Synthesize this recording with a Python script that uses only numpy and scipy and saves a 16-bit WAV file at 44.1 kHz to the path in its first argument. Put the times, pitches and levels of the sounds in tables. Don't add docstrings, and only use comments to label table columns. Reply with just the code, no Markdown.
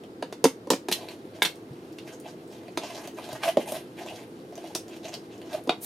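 import sys
import numpy as np
from scipy import signal
from scipy.fft import rfft, irfft, next_fast_len
from scipy.io import wavfile
from scipy.ndimage import uniform_filter1d

SR = 44100
rng = np.random.default_rng(int(sys.argv[2]) if len(sys.argv) > 2 else 0)


def wrap_up_sound(samples):
    columns = np.atleast_2d(samples).T
    tamed = np.clip(columns, -1, 1)
    steps = np.round(tamed * 32767).astype(np.int16)
    wavfile.write(sys.argv[1], SR, steps)


N = 258117
T = np.arange(N) / SR
RING_T = T[:SR // 3]

# (frequency [Hz], relative level [dB])
AIR_SPECTRUM = [(15, -32), (25, -50), (75, -29.5), (102, -10), (285, -1.5), (363, -1), (516, -5),
                (560, -15.5), (624, -13.5), (818, -18.5), (962, -23.5), (2480, -33.5), (4370, -34),
                (6380, -40.5), (14400, -45.5), (16000, -63)]
AIR_DB = -45
# (frequency [Hz], gain [dB])
AIR_SIDE = [(30, 21), (100, -16.5), (400, -20.5), (1000, 5), (3000, 1), (12000, -3.5)]

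# (frequency [Hz], gain [dB])
ROOM_SIDE = [(200, -18), (500, -12), (1000, -7), (3000, -4.5), (12000, -1.5)]
# (delay [s], level [dB])
EARLY_ECHOES = [(.0031, -13.5), (.0049, -17.5), (0.0111, -16.5)]
ROOM_T60_S, TOP_HZ = 0.17, 15700

# (time [s], level [dB], frequency [Hz])
BUMPS = [(0.449, -27, 182), (0.705, -29, 157), (1.454, -31, 167), (1.707, -26, 137), (3.331, -29.5, 127),
         (3.571, -28, 148)]

# (start [s], let go [s])
SWISH_S, SWISH_DB = (5.805, 5.85), -37.5

# (start [s], end [s], level [dB], ringing frequency [Hz])
BASE_SCRAPES = [(3.448, 3.51, -23, 680), (3.734, 3.787, -38, 658), (5.04, 5.079, -40.5, 634),
                (5.514, 5.561, -31.5, 611.5)]
SCRAPE_CREST = 0.67

# (time [s], tick level [dB], centre frequency [Hz], wall level [dB])
BRIGHT_TICKS = [(0.037, -33, 3550, -51), (0.7032, -4.5, 4200, -46), (1.087, -25, 3630, -65),
                (1.9226, -47, 11200, -65), (2.200, -36, 9100, -65), (2.682, -32, 2500, -43),
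                (2.7745, -16, 2860, -51), (3.0745, -23, 5000, -40.5), (3.29, -33, 6540, -38.5),
                (3.4307, -20, 3500, -37), (4.5242, -32, 2200, -42.5), (4.555, -30.5, 5400, -60),
                (4.5782, -28, 3660, -39), (4.640, -46, 3000, -42), (4.674, -31, 4450, -46),
                (4.751, -13, 6100, -60), (4.8819, -31, 4940, -50), (5.054, -24, 3040, -43),
                (5.1406, -19, 3940, -40), (5.4166, -28.5, 2940, -48)]
# (frequency [Hz], level [dB], t60 [s])
TOUCH_MODES = [(566, -3, 0.13), (700, 5, 0.052), (970, -3, 0.018), (1075, -9.5, 0.038)]
STRAY_PER_S, STRAY_DB, STRAY_HZ, STRAY_OCTAVES = 4, -44, 6300, 1

# (start [s], let go [s], rub weight [dB], hiss weight relative to rub [dB])
SKIN_STROKES = [(0.934, 1.121, -48.5, -7.5), (1.317, 1.405, -51, -8), (2.04, 2.133, -52, -6),
                (2.23, 2.293, -49.5, -7.5), (2.49, 2.628, -52.5, -12), (2.798, 2.876, -41, -11.5),
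                (2.86, 3.05, -41.5, -10), (3.149, 3.36, -47.5, -6.5), (3.387, 3.456, -40, -8),
                (3.412, 3.486, -34.5, -4), (3.568, 3.623, -43, -3), (3.642, 3.768, -38.5, -1.5),
                (3.957, 4.027, -43.5, -10), (4.026, 4.224, -48.5, -7), (4.56, 4.744, -52, -6),
                (4.89, 4.966, -50, -9.5), (5.024, 5.057, -39, -9), (5.11, 5.142, -46.5, -9),
                (5.282, 5.343, -49, -16), (5.425, 5.52, -50, -14), (5.502, 5.541, -39.5, -5.5),
                (5.815, 5.86, -44, -6)]
# (start [s], end [s], rub weight [dB], hiss weight relative to rub [dB])
HAND_BRUSH = (1.06, 6.5, -62.5, -3.5)
PRESS_S, EASE_DB_PER_S, LIFT_S = 0.039, 7, 0.026
# (frequency [Hz], gain [dB])
RUB_SPECTRUM = [(250, -10.5), (500, 8.5), (680, 15.5), (950, 8.5), (1300, -4), (1700, 0), (2200, 0),
                (2700, 0), (3700, -2.5), (4800, -6), (6500, -7), (10000, -24)]
# (frequency [Hz], gain [dB])
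HISS_SPECTRUM = [(3000, -30), (5500, -26), (6800, -33), (7900, 9), (9500, 21.5), (12000, 16), (14500, 10),
                 (16000, -52)]

# (time [s], ring level [dB], contact cutoff [Hz],
# pitch factor [ratio], crack level [dB], crack tilt [dB/octave])
BASE_KNOCKS = [(3.3295, -35, 690, 1.16, -35.5, 5), (3.5708, -12.5, 690, 0.99, -28, -1.5),
               (3.7205, -29.5, 1200, 1.04, -32.5, 8.5), (5.6935, -20.5, 2550, 1.29, -16.5, -8.5)]
# (frequency [Hz], level [dB], t60 [s])
BASE_MODES = [(229, -4, 0.036), (330, -8, 0.072), (362, -7, 0.071), (564, 7, 0.031), (703, -5, 0.052),
              (780, -13, 0.12), (880, 0.5, 0.02), (1087, -3, 0.021), (1620, -47, 0.019), (1870, -11, 0.055),
              (2284, 3, 0.014), (3000, -25, 0.015)]
# (time [s], ring level [dB], contact cutoff [Hz],
# pitch factor [ratio], crack level [dB], crack tilt [dB/octave])
LID_STRIKES = [(0.9142, -31, 5000, 1.1, -21, 4), (0.9238, -25.5, 9000, 1.16, -11, 1.5),
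               (1.4201, -11, 6000, 1.0, -13, -3.5), (1.4250, -23.5, 5000, 1.0, -18.5, 6),
               (1.4490, -29, 4000, 0.83, -15.5, -5), (1.4522, -23, 5000, 1.2, -16.5, -2),
               (1.4580, -24.5, 5000, 1.0, -26, 5.5), (1.9845, -48.5, 3500, 0.91, -33.5, -3)]
# (frequency [Hz], level [dB], t60 [s])
LID_MODES = [(222, -17, 0.12), (362, -8.5, 0.015), (488, -12, 0.048), (724, -10.5, 0.037), (940, -4, 0.015),
             (1636, -1, 0.014), (2170, -4, 0.042), (2420, -12, 0.019), (3200, -9.5, 0.035),
             (3430, -9, 0.054), (3690, -3, 0.033), (4220, -20, .035), (4800, -16, 0.027),
             (7360, -37, 0.022)]
# (frequency [Hz], gain [dB])
LID_AND_BASE_CRACK = [(300, -11), (1000, -12.5), (1800, -10), (2800, 7), (3800, 7), (5000, 0.5),
                      (6500, -2.5), (8000, -5.5), (10000, -4.5), (13000, -8), (16000, -22)]
# (time [s], wall level [dB], contact cutoff [Hz],
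# pitch factor of the grip [ratio], crack level [dB], crack tilt [dB/octave])
WALL_SNAPS = [(0.2243, -26.5, 980, 0.96, -25.5, -6), (0.3252, -38, 700, 0.95, -28, -4),
              (0.4411, -8.5, 1190, 0.98, -7, 1), (0.4432, -16, 1180, 1.06, -26.5, -10.5),
              (0.4520, -7.5, 523, 0.96, -16, -6), (0.6715, -29.5, 694, 1.07, -41.5, -1),
              (0.7029, -14, 1510, 1.07, -11.5, 0.5), (0.7075, -16, 890, 1.12, -21, -5),
              (0.7185, -17, 674, 1, -28, -8), (0.7330, -19, 507, 1.03, -19.5, -5.5),
              (0.8850, -26, 800, 0.807, -19, -3), (0.9150, -33.5, 406, 0.72, -21, -4),
              (2.7735, -28, 700, 1.2, -17.5, -4), (4.7490, -54, 900, 1.2, -21, 1.5),
              (4.7530, -34, 900, 1.4, -20.5, -1.5), (5.6735, -19, 395, 1.03, -35, -0.5),
              (5.6925, -25, 290, 0.92, -25, -9.5)]
# (frequency [Hz], level [dB], t60 [s])
WALL_MODES = [(217, -14.5, 0.071), (279, -3, 0.087), (318, -1.5, 0.033), (473, 3.5, 0.049),
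              (539.4, -9, 0.15), (732, -8, 0.048), (890, -3, 0.032), (980, -5, 0.068), (1182, -18.5, 0.054),
              (1650, -12.5, 0.031)]
# (frequency [Hz], gain [dB])
RIM_CRACK_SPECTRUM = [(300, 8), (1000, 3), (1600, -2.5), (2200, -0.5), (3400, 1.5), (4350, 3.5),
                      (5400, 0.5), (6400, 0.5), (7800, -6), (9200, -1), (11500, -6.5), (14500, -14),
                      (16000, -33)]


def undb(db):
    return 10 ** (np.asarray(db) / 20)


def unit(x):
    return x / np.sqrt(np.mean(x ** 2))


def add(track, s, sound):
    i = int(s * SR)
    track[i:i + len(sound)] += sound[:len(track) - i]


def colour(x, points, tilt_db=0):
    size = 2 * next_fast_len(len(x))
    octave = np.log2(np.maximum(np.fft.rfftfreq(size, 1 / SR), 20))
    hz, db = np.transpose(points)
    curve_db = np.interp(octave, np.log2(hz), db)
    tilt = tilt_db * np.maximum(octave - np.log2(4000), -2)
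    cepstrum = irfft(np.log(undb(curve_db + tilt)))
    cepstrum[1:size // 2] *= 2
    cepstrum[size // 2 + 1:] = 0
    return irfft(rfft(x, size) * np.exp(rfft(cepstrum)))[:len(x)]


def resonate(x, hz, width_hz):
    b, a = signal.iirpeak(min(hz, .45 * SR), hz / width_hz, fs=SR)
    return signal.lfilter(b, a, x)


def fade(t60):
    return undb(-60 * RING_T / t60)


def burst(t60):
    return rng.standard_normal(len(RING_T)) * fade(t60)


def walk(rate):
    k = int(SR / rate)
    steps = np.repeat(rng.standard_normal(N // k + 1), k)
    return unit(uniform_filter1d(steps, k)[:N])


def grains(rate, spread_db):
    moments = rng.random(N) < rate / SR
    return moments * rng.standard_normal(N) * undb(spread_db * rng.standard_normal(N))


def stereo(mid, side, width):
    side = colour(side, width)
    return np.array([mid + side, mid - side])


def ventilation():
    mid, side = (unit(colour(rng.standard_normal(N), AIR_SPECTRUM)) for _ in range(2))
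    rush = undb(AIR_DB) * stereo(mid, side, AIR_SIDE)
    hum = undb(-49.5) * unit(resonate(rng.standard_normal(N), hz=331.6, width_hz=15.0))
    drone = undb(-62) * unit(resonate(rng.standard_normal(N), hz=110, width_hz=22))
    return rush + hum + drone


def room(x, low_db, high_db, pan_db):
    early = np.zeros(len(RING_T))
    early[0] = 1
    for s, db in EARLY_ECHOES:
        add(early, s, undb([db]))
    build_up = np.clip(RING_T / 0.00093 - .5, 0, 1)
    tails = [burst(ROOM_T60_S) * build_up for _ in range(2)]
    tail_curve = [(500, low_db), (2000, high_db)]
    mid, side = (colour(tail / np.linalg.norm(tail), tail_curve) for tail in tails)
    response = early + stereo(mid, side, ROOM_SIDE)
    pan = undb([[-pan_db / 2], [pan_db / 2]])
    return signal.fftconvolve(x[None], response, axes=1)[:, :N] * pan


def thuds():
    out = np.zeros(N)
    onset = 1 - np.exp(-RING_T / 0.0059)
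    for s, db, hz in BUMPS:
        swing = np.sin(2 * np.pi * hz * RING_T) * fade(t60=0.079) * onset
        add(out, s, undb(db) * swing)
    return out


def stroke(start, let_go):
    press = np.clip((T - start) / PRESS_S, 0, 1)
    ease = undb(-EASE_DB_PER_S * np.clip(T - start, 0, let_go - start))
    lift = np.exp(-np.maximum(T - let_go, 0) / LIFT_S)
    return press * ease * lift


def swish():
    hiss = unit(resonate(rng.standard_normal(N), hz=11200, width_hz=4300))
    return undb(SWISH_DB) * stroke(*SWISH_S) * hiss


def scrapes():
    out = np.zeros(N)
    for start, end, db, hz in BASE_SCRAPES:
        drag = np.interp((T - start) / (end - start), [0, SCRAPE_CREST, 1], [0, 1, 0])
        pressure = drag * undb(2 * walk(rate=90))
        phase = 2 * np.pi * np.cumsum(hz * (1 + 0.037 * walk(rate=210))) / SR
        judder = np.sin(phase) + 0.01 * np.sin(2 * phase) + 0.042 * np.sin(3 * phase)
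        grit = unit(resonate(grains(rate=820, spread_db=5), hz, width_hz=76))
        out += undb(db) * pressure * (judder + .55 * grit)
    return out


def ringing(modes, contact_hz, grip):
    hz, db, t60 = np.transpose(modes)
    gains = undb(db) / np.hypot(1, (hz * grip / contact_hz) ** 2)
    out = np.zeros(len(RING_T))
    for k, (gain, f, decay) in enumerate(zip(gains, hz, t60)):
        sign = (-1) ** k
        out += sign * gain * np.sin(2 * np.pi * f * grip * RING_T) * fade(decay)
    return out


def tick(hz):
    return resonate(burst(t60=0.0067), hz, .5 * hz)


def ticks():
    out = np.zeros(N)
    for s, db, hz, wall_db in BRIGHT_TICKS:
        grip = 1 + 0.013 * rng.standard_normal()
        add(out, s, undb(db) * tick(hz) + undb(wall_db) * ringing(TOUCH_MODES, 2000, grip))
    start, end = HAND_BRUSH[:2]
    for when, spot, force in rng.random((int(STRAY_PER_S * (end - start)), 3)):
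        s = min(start + when * (end - start), T[-1])
        hz = STRAY_HZ * 2 ** (STRAY_OCTAVES * (2 * spot - 1))
        add(out, s, undb(STRAY_DB) * (.5 + force) * tick(hz))
    return out


def wander(x, depth_db):
    out = np.zeros(N)
    for hz in np.geomspace(600, 7000, 9):
        out += undb(depth_db * walk(rate=40)) * resonate(x, hz, hz / 3)
    return unit(out)


def hand():
    start, end, brush_db, brush_hiss_db = HAND_BRUSH
    rub = undb(brush_db) * np.clip(np.minimum(T - start, end - T) / PRESS_S, 0, 1)
    hiss = rub * undb(brush_hiss_db)
    for start, let_go, db, hiss_db in SKIN_STROKES:
        pressure = undb(db) * stroke(start, let_go)
        rub = np.hypot(rub, pressure)
        hiss = np.hypot(hiss, pressure * undb(hiss_db))
    slips = unit(grains(rate=3000, spread_db=1.5)) * undb(2.2 * walk(rate=70))
    slips = slips + undb(-6.0) * unit(grains(rate=160, spread_db=2.0))
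    rub_sound = rub * unit(colour(wander(slips, depth_db=5.5), RUB_SPECTRUM))
    hiss_sound = hiss * unit(colour(slips, HISS_SPECTRUM))
    return undb(1.0) * rub_sound + undb(-9.0) * hiss_sound


def blows(events, modes, crack_colour, crack_t60, choke_t60, swell_share):
    out = np.zeros(N)
    next_blow = [row[0] for row in events[1:]] + [T[-1]]
    swell = 1 - np.exp(-RING_T / (swell_share * crack_t60))
    for (s, ring_db, contact_hz, grip, crack_db, tilt_db), later in zip(events, next_blow):
        choke = undb(-60 * np.maximum(RING_T - (later - s), 0) / choke_t60)
        ring = choke * ringing(modes, contact_hz, grip)
        crack = colour(burst(crack_t60) * swell, crack_colour, tilt_db)
        add(out, s, undb(ring_db) * ring + undb(crack_db) * crack)
    return out


def knocks():
    return blows(BASE_KNOCKS, BASE_MODES, LID_AND_BASE_CRACK,
                 crack_t60=0.02, choke_t60=.1, swell_share=0.0053)


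def lid_hits():
    return blows(LID_STRIKES, LID_MODES, LID_AND_BASE_CRACK,
                 crack_t60=0.028, choke_t60=0.028, swell_share=0.025)


def snaps():
    return blows(WALL_SNAPS, WALL_MODES, RIM_CRACK_SPECTRUM,
                 crack_t60=0.021, choke_t60=0.078, swell_share=0.035)


def scene():
    handling = room(ticks() + hand() + scrapes() + swish(), low_db=-10, high_db=-0.5, pan_db=0.7)
    base = room(knocks(), low_db=-6, high_db=-3.5, pan_db=0.5)
    lid = room(lid_hits(), low_db=-5.5, high_db=-4, pan_db=1.0)
    wall = room(snaps(), low_db=-18, high_db=-3, pan_db=0.8)
    bass_cut = signal.butter(3, 160, "high", fs=SR, output="sos")
    plastic = signal.sosfilt(bass_cut, wall + lid + base + handling)
    return plastic + thuds() + ventilation()


def record(dry):
    top_cut = signal.ellip(8, .2, 70, TOP_HZ, fs=SR, output="sos")
    return signal.sosfilt(top_cut, dry)


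dry = scene()
out = record(dry)
wrap_up_sound(out)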